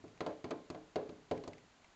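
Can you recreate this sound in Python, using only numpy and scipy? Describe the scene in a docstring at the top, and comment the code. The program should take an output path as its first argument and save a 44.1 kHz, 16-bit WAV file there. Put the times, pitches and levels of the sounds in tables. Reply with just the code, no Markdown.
"""A swan raps its bill on a glass door, heard from inside a quiet room.
A faint steady hiss lies under the scene, which opens on the ring of a rap just struck.
Each rap begins with a hard click of horn on glass; the pane flexes with a short thud, recess and
walls reflect it, and the modes of pane and room ring on and decay. Between the raps and after
the last one, the edge of the bill ticks lightly on the glass."""
import sys
import numpy as np
from scipy import signal
from scipy.fft import rfft, irfft, next_fast_len
from scipy.io import wavfile

SR = 44100
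rng = np.random.default_rng(int(sys.argv[2]) if len(sys.argv) > 2 else 0)


def pcm_store(signal):
    """Save signal as 16-bit PCM."""
    levels = np.round(np.clip(np.atleast_2d(signal), -1, 1) * 32767)
    wavfile.write(sys.argv[1], SR, levels.astype(np.int16).T)


N = 85995
T = np.arange(2 ** 15) / SR  # seconds within one blow
TOP_HZ = 8400
FLEX_LAG_S, FLEX_RISE_S = .0005, 0.00072  # the pane moves just after the click begins
# Spectrum of the bill's hard contact. Each row: frequency in Hz, relative level in dB.
CLICK_SPECTRUM = [(500, -9), (900, -3.5), (1150, 11), (1650, -2), (2050, 4), (3000, -2), (4500, 1.5),
                  (5500, -9.5), (6600, -4), (8300, -21)]


def undb(db):
    """Pressure amplitude grows tenfold with every 20 dB."""
    return 10 ** (np.asarray(db) / 20)


def fade(t60, rise_s):
    """Damped vibration: a quick rise, and an exponential decay of 60 dB in t60 seconds."""
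    return (1 - np.exp(-T / rise_s)) * np.exp(-np.log(1000) * T / t60)


def delay(x, seconds):
    """Pure delay: the same waveform arrives later."""
    return np.interp(T - seconds, T, x, left=0)


def place(x, start_s):
    """A time shift sets one blow at its moment in the scene."""
    return np.interp(np.arange(N) / SR - start_s, T, x, left=0, right=0)


def colour(x, spectrum):
    """Minimum-phase filtering through (Hz, dB) points: no response precedes its cause."""
    hz, db = np.array(spectrum, float).T
    n = next_fast_len(len(x))
    bin_hz = np.arange(n + 1) * SR / (2 * n)
    gain = undb(np.interp(np.log(bin_hz + 1), np.log(hz), db))
    cepstrum = irfft(np.log(gain))
    cepstrum[1:n] *= 2  # fold onto positive time
    cepstrum[n + 1:] = 0
    return irfft(rfft(x, 2 * n) * np.exp(rfft(cepstrum)))[:len(x)]


def noise(spectrum, size):
    """Filtered white noise takes on the filter's spectrum; the rms is 1."""
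    x = colour(rng.standard_normal(size), spectrum)
    return x / x.std()


def band_noise(low_hz, high_hz):
    """Band-limited noise has all its power between two frequencies; the rms is 1."""
    hz = np.fft.rfftfreq(len(T), 1 / SR)
    x = irfft(rfft(rng.standard_normal(len(T))) * ((hz >= low_hz) & (hz < high_hz)))
    return x / x.std()


def hiss():
    """Stationary noise: a faint background whose spectrum falls toward the treble."""
    # Each row: frequency in Hz, relative spectral density in dB.
    spectrum = [(15, -21.5), (28, 6), (60, -1), (140, -1.5), (200, 1), (320, -1), (470, -6.5), (700, -1.5),
                (1480, -5.5), (2780, -10), (4410, -12), (5360, -16.5), (7170, -13.5), (8300, -31.5),
                (10800, -60), (18300, -120)]
    return undb(-66.5) * noise(spectrum, N)


def click(spectrum, db, t60):
    """Modal overlap: dense, short-lived high modes of bill and glass merge into a noise burst."""
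    return undb(db) * noise(spectrum + [(TOP_HZ * 2, -60)], len(T)) * fade(t60, rise_s=0.00058)


def crack():
    """Impulsive contact: horn meets glass and radiates one sharp pressure pulse."""
    pulse = colour(signal.unit_impulse(len(T)), CLICK_SPECTRUM)
    return -undb(-27) * delay(pulse, FLEX_LAG_S)


def thud(walls_db):
    """Early reflection: the pane's first flex returns, duller, from door recess and near walls."""
    # Wall echoes. Each row: delay in seconds, relative pressure gain.
    reflections = [(.009, 0.082), (0.0127, -1.2), (0.0409, -0.42)]
    flex_hz = 586
    direct = -undb(-16) * np.sin(2 * np.pi * flex_hz * T) * fade(t60=0.0048, rise_s=FLEX_RISE_S)
    recess = 0.51 * delay(direct, seconds=0.00301)
    walls = undb(walls_db) * sum(gain * delay(direct, lag_s) for lag_s, gain in reflections)
    lowpass = signal.butter(2, 1360, fs=SR, output="sos")
    return direct + signal.sosfiltfilt(lowpass, recess + walls)


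def boom():
    """Heavily damped oscillation: the whole door gives briefly under the blow."""
    # Each row: frequency in Hz, level in dB, t60 in seconds.
    swings = [(166, -50.5, 0.15), (326, -31, 0.036)]
    return -sum(undb(db) * np.sin(2 * np.pi * hz * T) * fade(t60, FLEX_RISE_S) for hz, db, t60 in swings)


def ring(kind):
    """Modal superposition: the struck spot sets how strongly each mode of the pane sounds."""
    # The leading tap of a pair, the following tap and a square blow land on different spots.
    kinds = ["lead", "follow", "square"]
    # The pane in its room. Each row: frequency in Hz, t60 in seconds, relative dB for each kind of blow.
    modes = [(72.5, .3, -18, -13.5, -11), (101.3, 0.41, -10, -13, -12.5),
             (157.4, 0.41, -16.5, -11.5, -15.5), (177.6, .27, -8.5, -7.5, -8.5),
             (252.5, .42, -6, -10, -3.5), (278, .55, -18, -7, -8), (311.1, 0.42, -3, 1.5, -2),
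             (350, 0.18, -5, -10.5, -6.5), (408.3, 0.51, -4, -8, -1.5), (440.4, 0.5, -2, -1, -2),
             (522.3, 0.36, -9.5, -8.5, -5), (575, 0.35, -14.5, -7, -12), (601.7, 0.25, -1, -1.5, -5.5),
             (637, 0.34, -12.5, -5, -10), (684.7, 0.29, -7.5, -5, -10.5), (692, 0.19, -19, 0.5, -6),
             (749.3, 0.15, -4, -7.5, -0.5), (866, 0.32, -20, -12, -16), (932, 0.26, -18.5, -15, -20),
             (994, 0.16, -7, -7.5, -9.5), (1050, 0.64, -17.5, -19, -29.5)]
    spot = kinds.index(kind)
    pane = 0
    for k, (hz, t60, *spot_db) in enumerate(modes):
        amplitude = (-1) ** k * undb(spot_db[spot])  # neighbouring modes swing in opposite directions
        pane += amplitude * np.sin(2 * np.pi * hz * T) * fade(t60, rise_s=0.00075)
    return undb(-38) * pane


def room():
    """Reverberation: a diffuse field decays at its own rate in each half-octave band."""
    # Each row: frequency in Hz, band level in dB, t60 in seconds.
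    decay_curve = [(41.6, -71, 0.97), (85, -64.5, 1), (166, -53.5, 0.74), (318, -46, 0.46), (627, -42, 0.5),
                   (796, -56, 0.44), (1200, -50.5, 0.26), (2580, -65.5, 0.46), (5150, -68, 0.82),
                   (8040, -84, 1)]
    hz, levels_db, t60s = np.array(decay_curve).T
    quarter_octave = 2 ** .25
    tail = 0
    for centre_hz in 32 * 2 ** np.arange(0, 8.1, .5):
        db = np.interp(np.log(centre_hz), np.log(hz), levels_db)
        t60 = np.interp(np.log(centre_hz), np.log(hz), t60s)
        band = band_noise(centre_hz / quarter_octave, centre_hz * quarter_octave)
        tail += undb(db) * band * fade(t60, rise_s=0.00096)
    return tail


def raps():
    """Impact excitation: each blow sounds the same door, coloured and damped by how the bill lands."""
    # Each row: start in seconds, kind of blow, gains in dB of the whole rap, its ring and its wall
    # echoes, damping by the bill in dB per second, then gains in dB of every band below but body.
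    blows = [(-.16, "lead", -5, -8, 8, 15.5, 13.5, 12.5, -11, -6, -5, -18),
             (0.0405, "lead", -12, -5.5, -3, 10, 4, 1.5, -2.5, -6.5, -24, -7.5),
             (0.2063, "lead", -2.5, -3, -12, 24, 2, 0.5, 1, 4.5, 4.5, 0),
             (0.2638, "follow", -4, 0.5, -10, 38.5, -5.5, -1.5, 4, 4, 2.5, 0),
             (0.4429, "lead", -6, -2.5, -2.5, 22, 3.5, 2, -0.5, 1, 2, -2.5),
             (0.5075, "lead", -6.5, -5.5, -12.5, 52.5, -3, 1.5, 1.5, 8.5, 2.5, 6.5),
             (0.5121, "follow", -3.5, -3.5, -9, 33, -6, 4.5, 1, 3, -1, -11.5),
             (0.7014, "lead", -7.5, -6, -8.5, 19, 7, 5, 0.5, 3.5, 2, 6),
             (0.7469, "follow", -14.5, -1, -13.5, 35, -2.5, 2.5, 4.5, 4.5, 1.5, -5.5),
             (0.9583, "square", 3.5, -3.5, -14.5, 8.5, -6, -5, 1, -0.5, -1, -7.5),
             (1.0923, "lead", -15.5, -4.5, -2, -7, 10, 6, 1, 1, 3.5, 1),
             (1.312, "square", 2, -3, -6, 5, 0, -3, 1.5, -1, -1, -4),
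             (1.4378, "lead", -14, -8.5, -1, -2, 0.5, 3, -4, 6, 3.5, 3),
             (1.4763, "lead", -8, -7.5, -9, 17, 6, 1.5, 4, -2.5, -0.5, 7)]
    # Centres in Hz of the boom, hollow, body, knock, clack, click and snap bands.
    bands_hz = [150, 300, 430, 680, 1200, 3300, 7000]
    rapping = 0
    for start_s, kind, db, ring_db, walls_db, damping, boom_db, hollow_db, *upper_db in blows:
        contact = list(zip(bands_hz, (boom_db, hollow_db, 0, *upper_db)))
        bill = crack() + click(CLICK_SPECTRUM, db=-40.5, t60=0.043)
        ringing = undb(ring_db - damping * T) * (ring(kind) + room())
        door = delay(thud(walls_db) + boom() + ringing, FLEX_LAG_S)
        rapping += undb(db) * place(colour(bill + door, contact), start_s - FLEX_LAG_S)
    highpass = signal.butter(3, 72.5, "high", fs=SR, output="sos")  # the raps carry no deep bass
    return signal.sosfilt(highpass, rapping)


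def ticks():
    """Grazing contact: the bill's edge excites brief high modes, too lightly to flex the pane."""
    # Each row: start in seconds, relative level in dB.
    touches = [(0.08, -20), (0.1755, -21), (1.3758, -12), (1.532, -12), (1.581, -17.5), (1.844, -15.5)]
    # Each row: frequency in Hz, relative level in dB.
    spectrum = [(500, -1), (1400, -6), (2000, 4.5), (2600, 0.5), (3200, -11), (4500, -8), (6600, -11),
                (8300, -22)]
    return sum(undb(db) * place(click(spectrum, db=-38, t60=0.027), start_s) for start_s, db in touches)


def scene():
    """Superposition: hiss, raps and ticks add in one channel."""
    return (hiss() + raps() + ticks())[None]


def record(dry):
    """Band limiting: a steep low-pass filter removes the highest treble."""
    return signal.sosfilt(signal.ellip(8, .2, 70, TOP_HZ, fs=SR, output="sos"), dry)


dry = scene()
out = record(dry)
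pcm_store(out)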